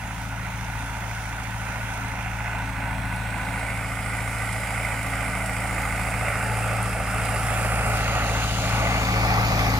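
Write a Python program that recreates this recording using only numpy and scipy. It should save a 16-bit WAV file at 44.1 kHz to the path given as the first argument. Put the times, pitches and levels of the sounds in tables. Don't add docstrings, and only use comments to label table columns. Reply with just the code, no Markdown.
import sys
import numpy as np
from scipy import signal
from scipy.fft import rfft, irfft, next_fast_len
from scipy.io import wavfile
from scipy.ndimage import uniform_filter1d, map_coordinates

SR = 44100
rng = np.random.default_rng(int(sys.argv[2]) if len(sys.argv) > 2 else 0)


def to_wav(sig):
    pcm = np.clip(np.atleast_2d(sig), -1, 1) * 32767
    pcm = np.round(pcm).astype(np.int16)
    wavfile.write(sys.argv[1], SR, pcm.T)


N = 431738

# time_s, firing_hz
FIRING_RATE = [(0.0, 55.93), (1.29, 55.67), (2.38, 55.68), (2.76, 55.39), (4.45, 55.84), (5.74, 55.8),
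               (6.03, 55.84), (8.01, 55.54), (8.4, 55.63), (9.79, 55.34)]
# time_s, firing_level_db, octave_level_db
EXHAUST_10M = [(0, -28, -26), (.85, -27.5, -27), (2.3, -28.5, -25.5), (2.95, -26, -27), (4.0, -29.5, -26.5),
               (4.7, -30, -28), (6.0, -29.5, -28.5), (6.7, -31, -23.5), (6.95, -30, -29.5), (7.9, -28, -26),
               (8.4, -30, -29), (9.3, -29.5, -26.5), (9.79, -30.5, -27.5)]
# cycle_multiple, level_re_firing_db
UNEVEN_CYLINDERS = [(2, -21), (3, -19), (5, -16), (6, -13.5), (7, -18), (9, -18), (10, -15), (11, -16),
                    (13, -25), (14, -22), (15, -21), (17, -21), (18, -25), (19, -24)]
# frequency_hz, gain_db
STACK_RUMBLE = [(15, -36), (30, -19), (60, -4.5), (120, -3), (190, 1.5), (260, -1.5), (320, -20),
                (400, -29.5)]
# time_s, clatter_level_db, hiss_level_db
NOISE_10M = [(0, -26, -36.5), (1.25, -26.5, -35), (1.5, -27, -37), (1.8, -26, -34.5), (2.25, -25, -38),
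             (2.45, -25, -38.5), (2.9, -25.5, -39), (3.2, -25, -37), (3.8, -25.5, -35.5), (4.5, -25, -33),
             (5.5, -24.5, -35), (6.45, -25.5, -35), (6.75, -25, -34.5), (6.9, -26.5, -36.5),
             (7.5, -25, -33.5), (8.1, -25, -35), (8.5, -28.5, -32.5), (9.1, -26.5, -36), (9.79, -28, -36.5)]
# mode_hz, width_hz, level_re_noise_db, strength_cyl_1, .._2, .._3, .._4
BLOCK_MODES = [(480, 140, -27, .8, .4, .7, .9), (800, 130, -23, .5, .2, .8, .9),
               (950, 130, -24, .5, .3, .9, .5), (1180, 80, -21, .3, .4, 1.1, .4),
               (1480, 80, -22, .3, 1.1, .6, .7), (2080, 200, -20, .25, .7, 1.1, .45),
               (2500, 250, -24.5, .4, .7, .9, .5)]
# pitch_hz, wander_hz, level_re_block_noise_db
GEARS = [(426, 2.55, -28.5), (554, 3.8, -33), (737.4, 6.22, -30), (861.5, 5.05, -26.5), (1354, 3.25, -32)]
# start_s, peak_db (before colouring)
SNAPS = [(2.2977, -37), (3.1608, -29), (5.2244, -29), (5.3837, -33), (5.7867, -26), (5.9953, -24),
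         (6.4398, -24), (6.8279, -19), (6.8374, -28), (6.8463, -26), (7.2903, -30), (7.3477, -18),
         (7.3946, -27), (7.4635, -20), (7.6194, -35), (8.5704, -32), (9.036, -21)]
# frequency_hz, gain_db
SNAP_COLOUR = [(2000, -50), (6500, -12), (9000, 3), (11000, 7), (13000, -2), (16000, -10)]
# low_pitch_hz, high_pitch_hz
MOWER_HZ = (185.7, 272.0)
# time_s, level_db
LOW_HUM_10M = [(0, -34), (1, -38), (2.8, -35), (4, -36), (5.1, -40), (5.45, -33.5), (6.3, -37.5),
               (7.3, -39.5), (8.4, -40.5), (9.1, -35), (9.79, -36.5)]
# time_s, level_db
HIGH_HUM_10M = [(0, -46), (.25, -36), (.55, -49), (.85, -38), (1.1, -51), (1.4, -42), (1.75, -44.5),
                (2.05, -38.5), (2.47, -55), (2.65, -37), (3.05, -37.5), (3.25, -47), (3.5, -37),
                (4.5, -44.5), (5.35, -38.5), (6.5, -45.5), (7.3, -44), (7.7, -58), (8.1, -43.5),
                (9.0, -40.5), (9.25, -44), (9.79, -40)]
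# time_s, approach_0_to_4 (block colour), bearing_0_to_4 (hiss colour)
PATH = [(0, 0, 0), (2.4, .1, .05), (2.9, .9, .9), (3.45, 1.1, 1.1), (3.8, 1.9, 1.9), (5.7, 2.1, 2),
        (6.6, 2.9, 2), (7.88, 3, 2), (8.03, 3.05, 2.95), (8.5, 3.2, 3), (9.1, 3.9, 3.1), (9.35, 3.95, 3.9),
        (9.79, 4, 4)]
# frequency_hz, left_gain_db, right_gain_db
BLOCK_FAR = [(300, -8, -6.5), (354, -14, -20), (498, -15.5, -10.5), (654, -7.5, -1), (835, -3.5, -0.5),
             (932, 1, 1), (1050, -2.5, -11), (1170, -15, -6.5), (1390, -10, 3.5), (1460, 3, -2.5),
             (1740, -14, 0.5), (2050, -9, -2), (2280, -10, -2), (2844, -11.5, -6.5)]
BLOCK_COMING = [(300, -5, -4), (364, -20, -24), (500, -13, -8), (645, -8, -0.5), (800, -5.5, -0.5),
                (920, 3, 2.5), (1080, -6, -7), (1190, -14, -7), (1370, -15, 0), (1460, 5, 0.5),
                (1700, -18, -0.5), (1980, -2, -4), (2310, -14, 1), (2820, -10, -7)]
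BLOCK_NEARING = [(300.7, -7.5, -7), (355, -19.5, -23), (495, -11, -6.5), (656, -6.5, -1.5), (800, -7, -1),
                 (940, -5, -7), (1070, -17, -7.5), (1230, -5.5, -4), (1400, -8.5, -0.5), (1490, -1.5, -0.5),
                 (1710, -10.5, -12), (1930, -7, 2), (2230, -2.5, -1), (3010, -26, -14)]
BLOCK_CLOSE = [(300, -6, -4), (367, -9, -12.5), (508, -4.5, 0.5), (660, 1, 6), (810, 1, 3), (986, -7.5, -5),
               (1070, -1.5, -10), (1280, -3, 7), (1330, 4, 7.5), (1494, 0, -1), (1670, -7.5, -2),
               (1930, -3.5, -1), (2320, -7, 0), (2798, -4, -3.5)]
BLOCK_BESIDE = [(300, -4, -3.5), (370, -12, -12), (507, -5, -5), (640, -3.5, -2), (796, 0, 1),
                (950, -7.5, -4), (1060, -1.5, -12), (1180, -2, 2), (1300, 2, -39), (1470, -9, -4),
                (1740, -5, -16), (2010, -3, -18), (2280, -5.5, 0), (2860, -15, -12.5)]
# frequency_hz, left_gain_db, right_gain_db
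HISS_FAR = [(2940, -19, -1.5), (3400, -7, -3), (4200, -11.5, -11), (5030, -14, -10), (5900, -21, -4.5),
            (6500, -5.5, -8.5), (7300, -9, -18), (8300, -12, -11.5), (9200, -15, -6), (10300, -33, -9),
            (11200, -30, -14.5), (12300, -33, -24), (13500, -26, -13), (15500, -31, -17)]
HISS_COMING = [(2850, -5, -4), (3400, -8, 0.5), (4230, -10, -4), (5000, -16, -11), (5800, -11, -8),
               (6500, -11, -14), (7300, -11, -10), (8300, -1.5, -7), (9300, -12, -7.5), (10600, -20, -3),
               (11200, -25, -14), (12300, -26, -20), (13500, -25, -11), (15500, -28, -15)]
HISS_NEARING = [(2910, 0.5, -4), (3400, -9.5, -4.5), (4330, -11.5, -10), (4920, -4, -7), (5900, -6.5, -21),
                (6450, -17, -7.5), (7000, -8.5, -3.5), (8550, -6.5, 1.5), (9300, -8, 0), (10440, -25, -0.5),
                (10980, -26, -0.5), (11800, -22, -13.5), (13500, -18, -8.5), (15500, -15, -25)]
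HISS_CLOSE = [(2720, 3.5, 0), (3380, -9, -2), (4300, -13, -2.5), (4860, -7, -3.5), (5600, -7.5, -23),
              (6660, -4, -5), (7160, -4, -31), (8300, -15, -12), (9300, -15, -15), (10400, -23, -10),
              (11000, -27, -9), (12200, -30, -22), (13500, -22, -15), (15300, -25, -23)]
HISS_BESIDE = [(2860, 2, -2), (3380, -14, 1.5), (4200, -3, 0), (4930, -3.5, 3), (5800, -1, -13),
               (6500, -9, -2.5), (7350, -8, -10), (8200, -20, -15), (9100, -24, -13), (10300, -10, -17),
               (11200, -18, -12), (12300, -21.5, -6), (13500, -15.5, -11), (15500, -18, -20)]
# time_s, left_lag_s
LEFT_LAG = [(0, .00005), (2, .00007), (3.5, -.00002), (5.5, -.00001), (7.3, .00003), (7.8, .00009),
            (8.7, .0001), (9.2, .00018), (9.79, .00018)]
# frequency_hz, correlation
LIKENESS = [(100, .998), (640, 0.96), (1400, 0.87), (2500, 0.8), (3500, 0.42), (9000, 0.4), (15000, .25)]

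BLOCK_COLOURS = (BLOCK_FAR, BLOCK_COMING, BLOCK_NEARING, BLOCK_CLOSE, BLOCK_BESIDE)
HISS_COLOURS = (HISS_FAR, HISS_COMING, HISS_NEARING, HISS_CLOSE, HISS_BESIDE)
SPEED_M_S, REACH_S = 2.5, 13.2
STRONGEST_KNOCK_S, REFERENCE_FIRING_HZ = 4.49, 55.7
FLARE_RISE_S, SNAP_RISE_S, IGNITION_JITTER_S = .0028, .0006, .00008
TOP_HZ = 15830


def exhaust():
    firing_db, octave_db = curves(EXHAUST_10M) + nearness_db()
    cycle = 2 * np.pi * (crank_cycles() - .167)
    firing = 4 * cycle
    tones = amp(firing_db + .9 * wobble(8)) * np.cos(firing - .62)
    tones += amp(octave_db + 1.3 * wobble(12)) * np.cos(2 * firing + .27)
    tones += amp(firing_db - 14.5 + 1.5 * wobble(2.5)) * np.cos(3 * firing + .5)
    for multiple, level_db in UNEVEN_CYLINDERS:
        phase = multiple * cycle - .012 * multiple ** 2 + .4 * wobble(3)
        tones += amp(firing_db + level_db + 2.2 * wobble(3)) * np.cos(phase)
    gas = partly_alike(patchy(depth_db=2.0))
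    rumble = unit(filtered(gas, lambda hz: amp(along(STACK_RUMBLE, hz))))
    balance = amp([[1.6], [-1.6]])
    return (np.sqrt(2) * tones + amp(firing_db - 9.3) * rumble) * balance


def machinery():
    clatter_db, hiss_db = curves(NOISE_10M) + nearness_db()
    approach, bearing = (np.clip(c, 0, 4) for c in curves(PATH))
    ring, flare = knocking()
    block = partly_alike(patchy(depth_db=1.26)) + ring + gear_whines()
    block = amp(clatter_db + .87 * wobble(7)) * block
    hiss = amp(hiss_db + .41 * wobble(9)) * flare * partly_alike(patchy(depth_db=1.33))
    return ports(block, BLOCK_COLOURS, approach) + ports(hiss + snaps(), HISS_COLOURS, bearing)


def knocking():
    firing = np.floor(4 * crank_cycles()).astype(int)
    at = np.flatnonzero(np.diff(firing)) + 1
    cylinder = (firing[at] + 2) % 4
    jitter = np.round(IGNITION_JITTER_S * SR * rng.standard_normal(len(at))).astype(int)
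    at = np.clip(at + jitter, 0, N - 1)

    def blows(strength, scatter_db):
        train = np.zeros(N)
        train[at] = np.array(strength)[cylinder] * amp(scatter_db * rng.standard_normal(len(at)))
        return train

    ring = 0
    for mode_hz, width_hz, level_db, *strength in BLOCK_MODES:
        def resonance(hz):
            damping = 1j * hz * width_hz
            return (damping / (mode_hz ** 2 - hz ** 2 + damping)) ** 2
        ring = ring + amp(level_db) * unit(filtered(blows(strength, 1.8), resonance))
    t = np.arange(SR // 50) / (SR * FLARE_RISE_S)
    flare = np.convolve(blows([.41, .16, .32, .16], 3.4), t * np.exp(1 - t))[:N]
    return ring, 1 + flare


def gear_whines():
    whines = 0
    for pitch_hz, wander_hz, level_db in GEARS:
        mesh_hz = pitch_hz * firing_ratio() + wander_hz * wobble(25)
        whines = whines + amp(level_db + 2.8 * wobble(6)) * tone(mesh_hz)
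    return whines


def snaps():
    out = np.zeros(N + SR)
    t = np.arange(SR // 50) / (SR * SNAP_RISE_S)
    for start_s, peak_db in SNAPS:
        crack = t * t * np.exp(-2 * t) * rng.standard_normal(len(t))
        start = round((start_s + SNAP_RISE_S) * SR)
        out[start:][:len(t)] += amp(peak_db) * crack / abs(crack).max()
    return filtered(out[:N], lambda hz: amp(along(SNAP_COLOUR, hz)[0]))


def mower():
    hums = 0
    for pitch_hz, level_db in zip(MOWER_HZ, curves(LOW_HUM_10M) + curves(HIGH_HUM_10M)):
        level = amp(level_db + nearness_db() + wobble(7))
        hums = hums + level * tone(pitch_hz * firing_ratio() + .59 * wobble(8))
    return hums * amp([[.7], [-.7]])


def crank_cycles():
    turns = np.cumsum(curves(FIRING_RATE)[0]) / (4 * SR)
    return turns - turns[round(STRONGEST_KNOCK_S * SR)]


def firing_ratio():
    return curves(FIRING_RATE)[0] / REFERENCE_FIRING_HZ


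def nearness_db():
    distance_m = SPEED_M_S * (REACH_S - np.arange(N) / SR)
    return -20 * np.log10(distance_m / 10)


def ports(x, colours, stage):
    hz, s, spectrum = signal.stft(x, SR, nperseg=1024)
    closed = [[(c[0][0] * .75, -70, -70)] + list(c) + [(c[-1][0] * 1.15, -70, -70)] for c in colours]
    frame_stage = stage[np.minimum(s * SR, N - 1).astype(int)]
    weight = np.clip(1 - abs(frame_stage - np.arange(len(colours))[:, None]), 0, 1)
    gain = amp(np.einsum("kcf,kt->cft", [along(c, hz) for c in closed], weight))
    lag_s = np.interp(s, *np.transpose(LEFT_LAG))
    gain = gain * np.exp(np.pi * 1j * np.multiply.outer(np.outer([-1, 1], hz), lag_s))
    gain /= np.sqrt(np.mean(abs(gain) ** 2, axis=(0, 1)))
    return signal.istft(spectrum * gain, SR, nperseg=1024)[1][:, :N]


def patchy(depth_db):
    spectrum = signal.stft(rng.standard_normal((2, N)), nperseg=512)[2]
    field = rng.standard_normal(spectrum.shape[1:])
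    field = uniform_filter1d(field, size=4, axis=0)
    field = uniform_filter1d(field, size=16, axis=1)
    return signal.istft(spectrum * amp(depth_db * unit(field)), nperseg=512)[1][:, :N]


def partly_alike(pair):
    def mid_side(hz):
        angle = np.arccos(np.clip(along(LIKENESS, hz)[0], -1, 1)) / 2
        return np.array([np.cos(angle), np.sin(angle)])
    mid, side = filtered(pair, mid_side)
    return np.array([mid + side, mid - side])


def tone(hz):
    return np.sqrt(2) * np.sin(2 * np.pi * (np.cumsum(hz * np.ones(N)) / SR + rng.random()))


def wobble(rate_hz):
    knots = rng.standard_normal(int(N * rate_hz / SR) + 4)
    return map_coordinates(knots, [np.arange(N) * rate_hz / SR])


def filtered(x, response):
    size = next_fast_len(N + 8192)
    return irfft(rfft(x, size) * response(np.fft.rfftfreq(size, 1 / SR)), size)[..., :N]


def curves(rows):
    s, *columns = np.transpose(rows)
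    return [np.interp(np.arange(N) / SR, s, c) for c in columns]


def along(rows, hz):
    f, *columns = np.transpose(rows)
    return np.array([np.interp(np.log(hz + 1), np.log(f + 1), c) for c in columns])


def amp(db):
    return 10 ** (np.asarray(db) / 20)


def unit(x):
    return x / np.sqrt(np.mean(x ** 2) + 1e-20)


def scene():
    return exhaust() + machinery() + mower()


def record(dry):
    return filtered(dry, lambda hz: hz < TOP_HZ)


dry = scene()
out = record(dry)
to_wav(out)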